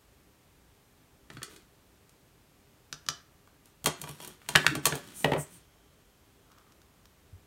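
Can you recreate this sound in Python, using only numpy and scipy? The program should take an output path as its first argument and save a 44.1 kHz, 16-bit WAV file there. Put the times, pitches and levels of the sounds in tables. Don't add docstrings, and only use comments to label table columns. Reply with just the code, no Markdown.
import sys
import numpy as np
from scipy import signal
from scipy.fft import rfft, irfft
from scipy.io import wavfile
from scipy.ndimage import uniform_filter1d

SR = 44100
rng = np.random.default_rng(int(sys.argv[2]) if len(sys.argv) > 2 else 0)


def persist_wave(psi):
    counts = np.round(np.clip(psi, -1, 1) * 32767).astype(np.int16)
    wavfile.write(sys.argv[1], SR, np.atleast_2d(counts).T)


N = 328986


def amp(db):
    return 10 ** (np.asarray(db) / 20)

def unit(x):
    return x / np.sqrt(np.mean(x ** 2) + 1e-20)

def at_level(sound, db, count):
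    return amp(db) * sound / np.sqrt(np.mean(sound[:count] ** 2) + 1e-20)

def seconds(count):
    return np.arange(count) / SR

def add(mix, start, sound):
    part = mix[round(start * SR):][:len(sound)]
    part += sound[:len(part)]

def read(points, hz):
    point_hz, value = np.transpose(points)
    return np.interp(np.log(hz + 1), np.log(point_hz + 1), value)

def coloured(x, tone):
    gain = amp(read(tone, np.fft.rfftfreq(N, 1 / SR)))
    return unit(irfft(rfft(x) * gain, N))

def causal(gain_db):
    log_gain = np.log(amp(np.concatenate([gain_db, gain_db[-2:0:-1]])))
    return np.exp(np.conj(signal.hilbert(log_gain)))[:len(gain_db)]


# start in seconds, crack level in dB, bench knock level in dB, treble tilt in dB per octave.
TOOL_HITS = [(3.8427, -37, -45.5, 1.5), (3.859, -21.5, -30.5, -1.06), (4.0155, -36, -54.5, 3.5),
             (4.0385, -42.5, -51, -5), (4.0735, -46, -58.5, -7.5), (4.091, -43, -50.5, 0),
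             (4.202, -46, -56, -3), (4.227, -50, -56, -.5), (4.247, -43, -61, -0.5), (4.275, -41, -54, 6),
             (4.4884, -30, -46, -2), (4.7523, -33, -41, -2.5), (4.8553, -18, -33, 0), (4.9535, -37, -43, 2)]
# frequency in Hz, gain in dB.
TOOL_TONE = [(300, -31), (900, -0.5), (1300, -4.5), (2200, -3), (3300, -1.5), (5000, -6), (6600, -4),
             (9000, -0.5), (11000, -3), (16000, -10)]
# frequency in Hz, level above the crack in dB, t60 in seconds.
TOOL_MODES = [(695.4, 5, 0.2), (976, 5.9, 0.14), (1140.4, 10, 0.1), (2401, 3, 0.072), (3205, 8.8, 0.08),
              (4257, 6.8, 0.078), (4400, 3, .12), (5960, 5, .13), (6620, 7.9, 0.039), (8460, 4, 0.18),
              (8850, 4.8, 0.065)]

def tool_clatter():
    return blows(TOOL_HITS, TOOL_TONE, TOOL_MODES,
                 contact_ms=2.3, frame_db=3.5, wet_db=-11, knock_wet_db=-8.5, hard_bounces=2)

# start in seconds, crack level in dB, bench knock level in dB, treble tilt in dB per octave.
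PLASTIC_HITS = [(4.553, -18.5, -30, -4.5), (4.5583, -14.5, -32.5, 2.5), (4.6455, -35, -49.5, -26),
                (4.6655, -16.5, -44, .5), (4.9232, -34, -38.5, -2)]
# frequency in Hz, gain in dB.
PLASTIC_TONE = [(300, -18.5), (900, -5), (1600, 0), (2200, 1), (3000, -2), (4200, -5), (5500, -12.5),
                (8000, -15), (11000, -20.5), (16000, -33.5)]
# frequency in Hz, level above the crack in dB, t60 in seconds.
PLASTIC_MODES = [(1403, 2.5, 0.091), (1545, 4, 0.076), (1714, 13, 0.062), (1840, 0.5, 0.088),
                 (2690, 1.5, 0.12), (2940, 3, 0.12), (3140, 4, .13)]

def plastic_clacks():
    return blows(PLASTIC_HITS, PLASTIC_TONE, PLASTIC_MODES,
                 contact_ms=1.7, frame_db=10.5, wet_db=-14, knock_wet_db=-19)

# start in seconds, crack level in dB, bench knock level in dB, treble tilt in dB per octave.
CUP_HITS = [(1.3015, -44.5, -56.5, -2.5), (1.3695, -43.5, -60, -3.5), (1.418, -42, -79, -7),
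            (1.4303, -35, -61, 6), (1.562, -51.5, -78, 4.5)]
# frequency in Hz, gain in dB.
CUP_TONE = [(300, 8), (850, -24), (1250, 2.5), (1650, 3.5), (2300, -2.5), (3400, -2), (5500, -8.5),
            (9500, -10), (12500, -23), (16000, -26)]
# frequency in Hz, level above the crack in dB, t60 in seconds.
CUP_MODES = [(1145, 2, 0.11), (1585, -4, 0.14), (1717, -7, .14), (3340, 6, 0.093), (4400, 6, 0.053),
             (9100, -3, .1)]

def cup_taps():
    return blows(CUP_HITS, CUP_TONE, CUP_MODES,
                 contact_ms=2.3, frame_db=6.5, wet_db=-9.5, knock_wet_db=-14)

# start in seconds, crack level in dB, bench knock level in dB, treble tilt in dB per octave.
IRON_HITS = [(2.9268, -35.5, -57.5, -.5), (3.064, -50, -65, .5), (3.0867, -25, -50, -.4)]
# frequency in Hz, gain in dB.
IRON_TONE = [(300, -52), (850, -18.5), (1350, 2.5), (2100, -10), (3000, -3.5), (4000, -3), (5700, -0.5),
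             (7500, -9), (11000, -15), (16000, -27)]
# frequency in Hz, level above the crack in dB, t60 in seconds.
IRON_MODES = [(1190, -2, .12), (1322, 2, .09), (1412, 1, .14), (1560, -2, .1), (1705, 0, .12),
              (3000, 3, .08), (3840, 2, .08), (4750, 0, .09), (5275, 2, .1), (5890, 4, .06), (6065, 2, .12),
              (6400, 1, .16)]

def iron_clicks():
    return blows(IRON_HITS, IRON_TONE, IRON_MODES,
                 contact_ms=1.54, frame_db=12, wet_db=-13.5, knock_wet_db=-8)

# start in seconds, crack level in dB, bench knock level in dB, treble tilt in dB per octave.
SYRINGE_HITS = [(5.2442, -22.5, -27, -3.5), (5.3185, -32, -28.5, -5.5), (5.3345, -31.5, -33, -5),
                (5.362, -43, -33.5, -5)]
# frequency in Hz, gain in dB.
SYRINGE_TONE = [(300, -58.5), (800, -2.5), (1300, -26), (1900, -3.5), (3100, -3.5), (4200, -13),
                (5500, -19), (8000, -18), (11000, -15), (16000, -22)]
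# frequency in Hz, level above the crack in dB, t60 in seconds.
SYRINGE_MODES = [(540, 29, 0.093), (820, -27, 0.12), (1132, -1, .12), (1896, 10, .1), (2580, 2, 0.28),
                 (3180, -1, 0.076)]

def syringe_thuds():
    return blows(SYRINGE_HITS, SYRINGE_TONE, SYRINGE_MODES,
                 contact_ms=2.4, frame_db=5.5, wet_db=-15, knock_wet_db=-15.5)


HARD_DB, CONTACT_DOUBLES_DB = -18, 56.5
BOUNCE_ABOVE_DB, BOUNCE_GAP_S, BOUNCE_SHRINK = -26, 0.0093, 0.64
BOUNCE_LOSS_DB, BOUNCE_FADE_DB, BOUNCE_DULL_DB_PER_OCT = 6.5, 7.5, 1.5

def blows(hits, tone, modes, contact_ms, frame_db, wet_db, knock_wet_db, hard_bounces=0):
    cracks, knocks, thumps = np.zeros((3, N))
    for start, crack_db, knock_db, tilt_db in hits:
        softness = 2 ** ((HARD_DB - crack_db) / CONTACT_DOUBLES_DB)
        add(cracks, start, crack(tone, crack_db, tilt_db, contact_ms * softness))
        bounces = hard_bounces if crack_db > BOUNCE_ABOVE_DB else 0
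        landing = start + BOUNCE_GAP_S if bounces else start
        add(knocks, landing, knock(knock_db))
        add(thumps, landing, thump(knock_db + frame_db))
        for k in range(bounces):
            start += BOUNCE_GAP_S * BOUNCE_SHRINK ** k
            bounce_db = crack_db - BOUNCE_LOSS_DB - BOUNCE_FADE_DB * k
            bounce_tilt_db = tilt_db - BOUNCE_DULL_DB_PER_OCT * k
            add(cracks, start, crack(tone, bounce_db, bounce_tilt_db, contact_ms=6.2))
    return room(resonate(cracks, modes), wet_db) + room(knocks, knock_wet_db, echoes=[]) + thumps

def crack(tone, db, tilt_db, contact_ms, rise_ms=0.3):
    t, hz = seconds(count=2048), np.fft.rfftfreq(2048, 1 / SR)
    ms = t * 1000
    chatter = rng.standard_normal(len(t)) * np.exp(-ms / max(contact_ms, 0.2))
    chatter *= 1 - np.exp(-ms / rise_ms)
    chatter[0] += 1.5
    spectrum = rfft(chatter)
    spectrum /= np.sqrt(uniform_filter1d(abs(spectrum) ** 2, size=35))
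    treble_octaves = np.log2(np.maximum(hz, 1000) / 1000)
    low_cut_db = -20 * np.log10(1 + (220 / (hz + 10)) ** 2)
    sound = irfft(spectrum * causal(read(tone, hz) + tilt_db * treble_octaves + low_cut_db))
    fade = np.cos(np.pi / 2 * t / t[-1]) ** 2
    return at_level(sound * fade, db, count=265)

def resonate(x, modes):
    t = seconds(count=14000)
    tail = np.zeros(len(t))
    for hz, db, t60 in modes:
        unity_peak = 2 * np.log(1000) / (t60 * SR)
        tail += unity_peak * amp(db - 60 * t / t60) * np.cos(2 * np.pi * hz * t)
    return x + signal.oaconvolve(x, tail)[:N]

def ring(modes, t, scatter_db=0):
    hz, db, t60 = np.transpose(modes)[:, :, None]
    weight = amp(db + scatter_db * rng.standard_normal(db.shape)) * rng.choice([-1, 1], db.shape)
    return (weight * np.sin(2 * np.pi * hz * t) * amp(-60 * t / t60)).sum(0)

# frequency in Hz, relative level in dB, t60 in seconds.
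BENCH_MODES = [(267.6, 1.5, 0.2), (281.8, -14, 0.33), (366, -1.5, 0.29), (404.6, -9.5, 0.28),
               (440.5, 4, 0.099), (469, -6, 0.041), (576, -9, 0.34), (622.2, 2, 0.068), (686, -6.5, 0.26),
               (854, 0, 0.053), (936, -11, 0.082)]

def knock(db, rise_s=0.00067, loose_gain=0.8, loose_t60_s=0.17):
    t = seconds(count=16000)
    band = signal.butter(2, [260, 1000], "band", fs=SR, output="sos")
    shudder = signal.sosfilt(band, rng.standard_normal(len(t))) * amp(-60 * t / loose_t60_s)
    sound = unit(ring(BENCH_MODES, t, scatter_db=2)) + loose_gain * unit(shudder)
    return at_level(sound * (1 - np.exp(-t / rise_s)), db, count=1100)

def thump(db, hz=152, t60_s=0.16, rise_s=0.0032, wander=0.05,
          sway_ratio=0.57, sway_db=-14.5, sway_t60_s=0.18):
    t = seconds(count=16000)
    drift = unit(uniform_filter1d(rng.standard_normal(len(t)), size=300))
    phase = 2 * np.pi * np.cumsum(hz * (1 + wander * drift)) / SR
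    swing = amp(-60 * t / t60_s) * np.sin(phase)
    sway = amp(sway_db - 60 * t / sway_t60_s) * np.sin(sway_ratio * phase)
    return amp(db) * (swing + sway) * (1 - np.exp(-t / rise_s))

# start in seconds, level in dB, pitch in Hz.
HAND_LANDINGS = [(1.342, -41, 128), (1.375, -40.5, 127), (3.844, -34, 150), (4.03, -36, 147),
                 (4.094, -34.5, 147), (4.682, -27.5, 139), (4.762, -27.5, 142), (5.283, -30, 148),
                 (5.381, -28.5, 149), (7.328, -37.5, 91)]

def hand_landings():
    out = np.zeros(N)
    for start, db, hz in HAND_LANDINGS:
        add(out, start, thump(db, hz))
    return out

# start and end in seconds, relative level in dB, centre in Hz.
DRAGS = [(1.435, 1.608, -60, 350), (4.63, 4.68, -57, 298), (4.713, 4.794, -35, 275),
         (4.919, 4.964, -41, 363), (5.251, 5.324, -34, 524), (5.334, 5.393, -34, 520)]

def dragging(slips_per_s=300, band_ratio=1.2):
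    out, t = np.zeros(N), seconds(count=12000)
    for start, end, db, hz in DRAGS:
        slips = (rng.random(len(t)) < slips_per_s / SR) * rng.uniform(0.19, 1, len(t))
        band = signal.butter(2, [hz / band_ratio, hz * band_ratio], "band", fs=SR, output="sos")
        judder = signal.sosfilt(band, slips * (t < end - start))
        add(out, start, at_level(judder, db, count=round((end - start) * SR)))
    return room(resonate(out, BENCH_MODES), wet_db=-5, echoes=[]) / 2

def stroke(start, release, db, rise_s, fade_db_per_s):
    t = seconds(N)
    rise = np.clip((t - start) / rise_s, 0, 1)
    return rise * amp(db - fade_db_per_s * np.maximum(t - release, 0))

def slip_train(per_s, spread_db, max_spreads=3, both_ways=True):
    slips = rng.random(N) < per_s / SR
    signs = rng.choice([-1, 1], N) if both_ways else 1
    return slips * signs * amp(spread_db * np.minimum(rng.exponential(1, N), max_spreads))

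# start and release in seconds, level in dB.
RUBS = [(1.31, 1.34, -59.5), (1.476, 1.544, -55.5), (3.645, 3.67, -64), (3.94, 4.31, -57.5),
        (4.388, 4.47, -61.5), (4.476, 4.697, -46), (4.819, 4.97, -46.5), (5.012, 5.322, -53),
        (5.44, 5.575, -59.5)]
# frequency in Hz, gain in dB.
RUB_TONE = [(80, 3), (150, 17.5), (300, 9), (600, -2), (1200, 0), (2200, -3), (3500, -1), (5500, -7),
            (9000, -4), (13000, -9.5), (16000, -12.5)]

def rubbing(hiss_gain=0.7):
    slips = unit(slip_train(per_s=700, spread_db=3.5, max_spreads=4))
    friction = coloured(slips + hiss_gain * rng.standard_normal(N), RUB_TONE)
    pressure = np.max([stroke(*row, rise_s=0.025, fade_db_per_s=199) for row in RUBS], axis=0)
    return room(friction * pressure, wet_db=-7)

# start and length in seconds, level in dB, hiss peak in Hz.
SLEEVE_STROKES = [(5.128, 0.14, -43.5, 8960), (5.364, 0.092, -42, 8460), (5.473, 0.13, -56, 9100)]
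# frequency in Hz, gain in dB.
SLEEVE_TONE = [(2500, -31), (4500, -16), (6000, 3), (9000, 7.5), (13000, 3.5), (16000, -1)]

def sleeve(width_hz=1100, peak_gain=0.91, sag_hz_per_s=11000):
    out = np.zeros(N)
    hiss = coloured(rng.standard_normal(N), SLEEVE_TONE)
    pole = np.exp(-np.pi * width_hz / SR)
    flutter = unit(signal.lfilter([1], [1, -2 * pole, pole * pole], rng.standard_normal(N)))
    for start, length, db, hz in SLEEVE_STROKES:
        t = seconds(N) - start
        arch = np.sin(np.pi * np.clip(t / length, 0, 1)) ** 1.44
        peak_hz = hz - sag_hz_per_s * (t - length / 2)
        peak = np.sqrt(2) * flutter * np.cos(2 * np.pi * np.cumsum(peak_hz) / SR)
        out += amp(db) * arch * unit(hiss + peak_gain * peak)
    return room(out, wet_db=-12)

# start and release in seconds, level in dB.
BRUSH_STROKES = [(4.027, 4.147, -54), (4.193, 4.282, -54)]
# frequency in Hz, gain in dB.
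BRUSH_TONE = [(400, -20), (1000, -1.5), (1600, -6), (3200, 1), (4500, -7), (7000, -8.5), (9700, -0.5),
              (11000, -3), (13000, -3.5), (16000, -16)]
# frequency in Hz, level above the flicks in dB, t60 in seconds.
BRUSH_MODES = [(984, 4, 0.0394), (3060, 8.5, .06), (3295, 10.5, .06), (5600, 12, 0.034), (9730, 5.5, 0.013),
               (12300, 6, .02)]

def brushing():
    flicks = coloured(slip_train(per_s=450, spread_db=6.5), BRUSH_TONE)
    scratch = unit(resonate(flicks, BRUSH_MODES))
    strokes = [stroke(*row, rise_s=0.025, fade_db_per_s=258.5) for row in BRUSH_STROKES]
    return room(scratch * np.max(strokes, axis=0), wet_db=-10)

# frequency in Hz, relative level in dB, t60 in seconds.
STEEL_MODES = [(3067, -9, 2.6), (3130, -11.5, 6.9), (3350, -13.5, 7), (5600, -14, 4.7), (5518, -2, 2),
               (6400, -15.5, 6.8), (8000, -7, 1.4)]

def steel_ring(start_s=4.56, db=-56):
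    out = np.zeros(N)
    add(out, start_s, amp(db) * ring(STEEL_MODES, seconds(N)))
    return out

# start in seconds, level in dB.
PLUNGER_CLICKS = [(6.5174, -60), (6.584, -59.5), (6.7215, -60.5), (6.817, -60.5), (7.0553, -56)]
# frequency in Hz, gain in dB.
CLICK_TONE = [(400, -10), (1200, 10), (2200, -2), (3500, 2), (4400, -4), (5600, 1.5), (8000, -13),
              (16000, -15.5)]
CRACKLE_TONE = [(300, -23), (800, 4.5), (1250, 16.5), (2000, -6.5), (3600, -4.5), (6000, -12),
                (12000, -25.5)]

def plunger():
    crackle = coloured(slip_train(per_s=160, spread_db=3, both_ways=False), CRACKLE_TONE)
    out = crackle * stroke(start=6.44, release=6.42, db=-63.5, rise_s=0.093, fade_db_per_s=32)
    for start, db in PLUNGER_CLICKS:
        add(out, start, crack(CLICK_TONE, db, tilt_db=3, contact_ms=1.8))
    return room(out, wet_db=-20)

# start in seconds, level in dB, centre in Hz.
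FINGER_TICKS = [(2.0938, -59.5, 8000), (3.474, -57, 1070), (3.657, -57, 10300), (4.417, -55, 1984),
                (4.462, -57.5, 2339)]

def finger_ticks():
    out = np.zeros(N)
    for start, db, hz in FINGER_TICKS:
        hump = [(hz / 4, -11), (hz, 0), (hz * 3, -20)]
        add(out, start, crack(hump, db, tilt_db=-1, contact_ms=1.7))
    return room(out, wet_db=-8.5)

# frequency in Hz, t60 in seconds.
ROOM_T60 = [(150, 0.22), (500, 0.077), (1400, 0.4), (3000, 0.3), (6000, 0.29), (10000, 0.2), (16000, 0.063)]
# delay in seconds, linear gain.
NEAR_ECHOES = [(.0021, 0.1), (.0034, 0.14), (.0061, 0.14), (0.0136, 0.18), (0.0166, 0.074)]

def room(x, wet_db, echoes=NEAR_ECHOES, build_s=0.0069):
    hz, t, bands = signal.stft(rng.standard_normal(SR // 2), SR, nperseg=256)
    decay = amp(-60 * t / read(ROOM_T60, hz)[:, None])
    _, tail = signal.istft(bands * decay, SR, nperseg=256)
    tail *= 1 - np.exp(-(seconds(len(tail)) / build_s) ** 2)
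    response = amp(wet_db) * tail / np.linalg.norm(tail)
    response[0] += 1
    for delay, gain in echoes:
        response[round(delay * SR)] += gain
    return signal.oaconvolve(x, response)[:N]

# frequency in Hz, gain in dB.
ROOM_TONE = [(15, -42.5), (25, 0.5), (55, 2.5), (183, -3), (221, -5.5), (313, -5), (368, -10), (399, -3.5),
             (433, -9), (848, -13.5), (1170, -15), (3260, -19.5), (4870, -22.5), (12200, -23.5),
             (15500, -27.5)]
# frequency in Hz, level in dB.
FAN_HUM = [(400, -82.5), (1168, -85.5)]

def background(noise_db=-62):
    t = seconds(N)
    hum = sum(amp(db) * np.sqrt(2) * np.sin(2 * np.pi * (hz * t + rng.random())) for hz, db in FAN_HUM)
    return amp(noise_db) * coloured(rng.standard_normal(N), ROOM_TONE) + hum


def scene():
    impacts = cup_taps() + iron_clicks() + plastic_clacks() + tool_clatter() + syringe_thuds()
    friction = dragging() + rubbing() + brushing() + sleeve() + plunger()
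    return (impacts + friction + finger_ticks() + hand_landings() + steel_ring() + background())[None]

def record(dry, low_cut_hz=38, dip_hz=10400, dip_depth=0.45, edge_hz=15900):
    low_cut = signal.butter(3, low_cut_hz, "high", fs=SR, output="sos")
    x = signal.sosfilt(low_cut, dry)
    dip_band = signal.lfilter(*signal.iirpeak(dip_hz, Q=12, fs=SR), x)
    band_limit = signal.firwin(511, edge_hz, window=("kaiser", 9), fs=SR)
    return signal.oaconvolve(x - dip_depth * dip_band, band_limit[None], "same")


dry = scene()
out = record(dry)
persist_wave(out)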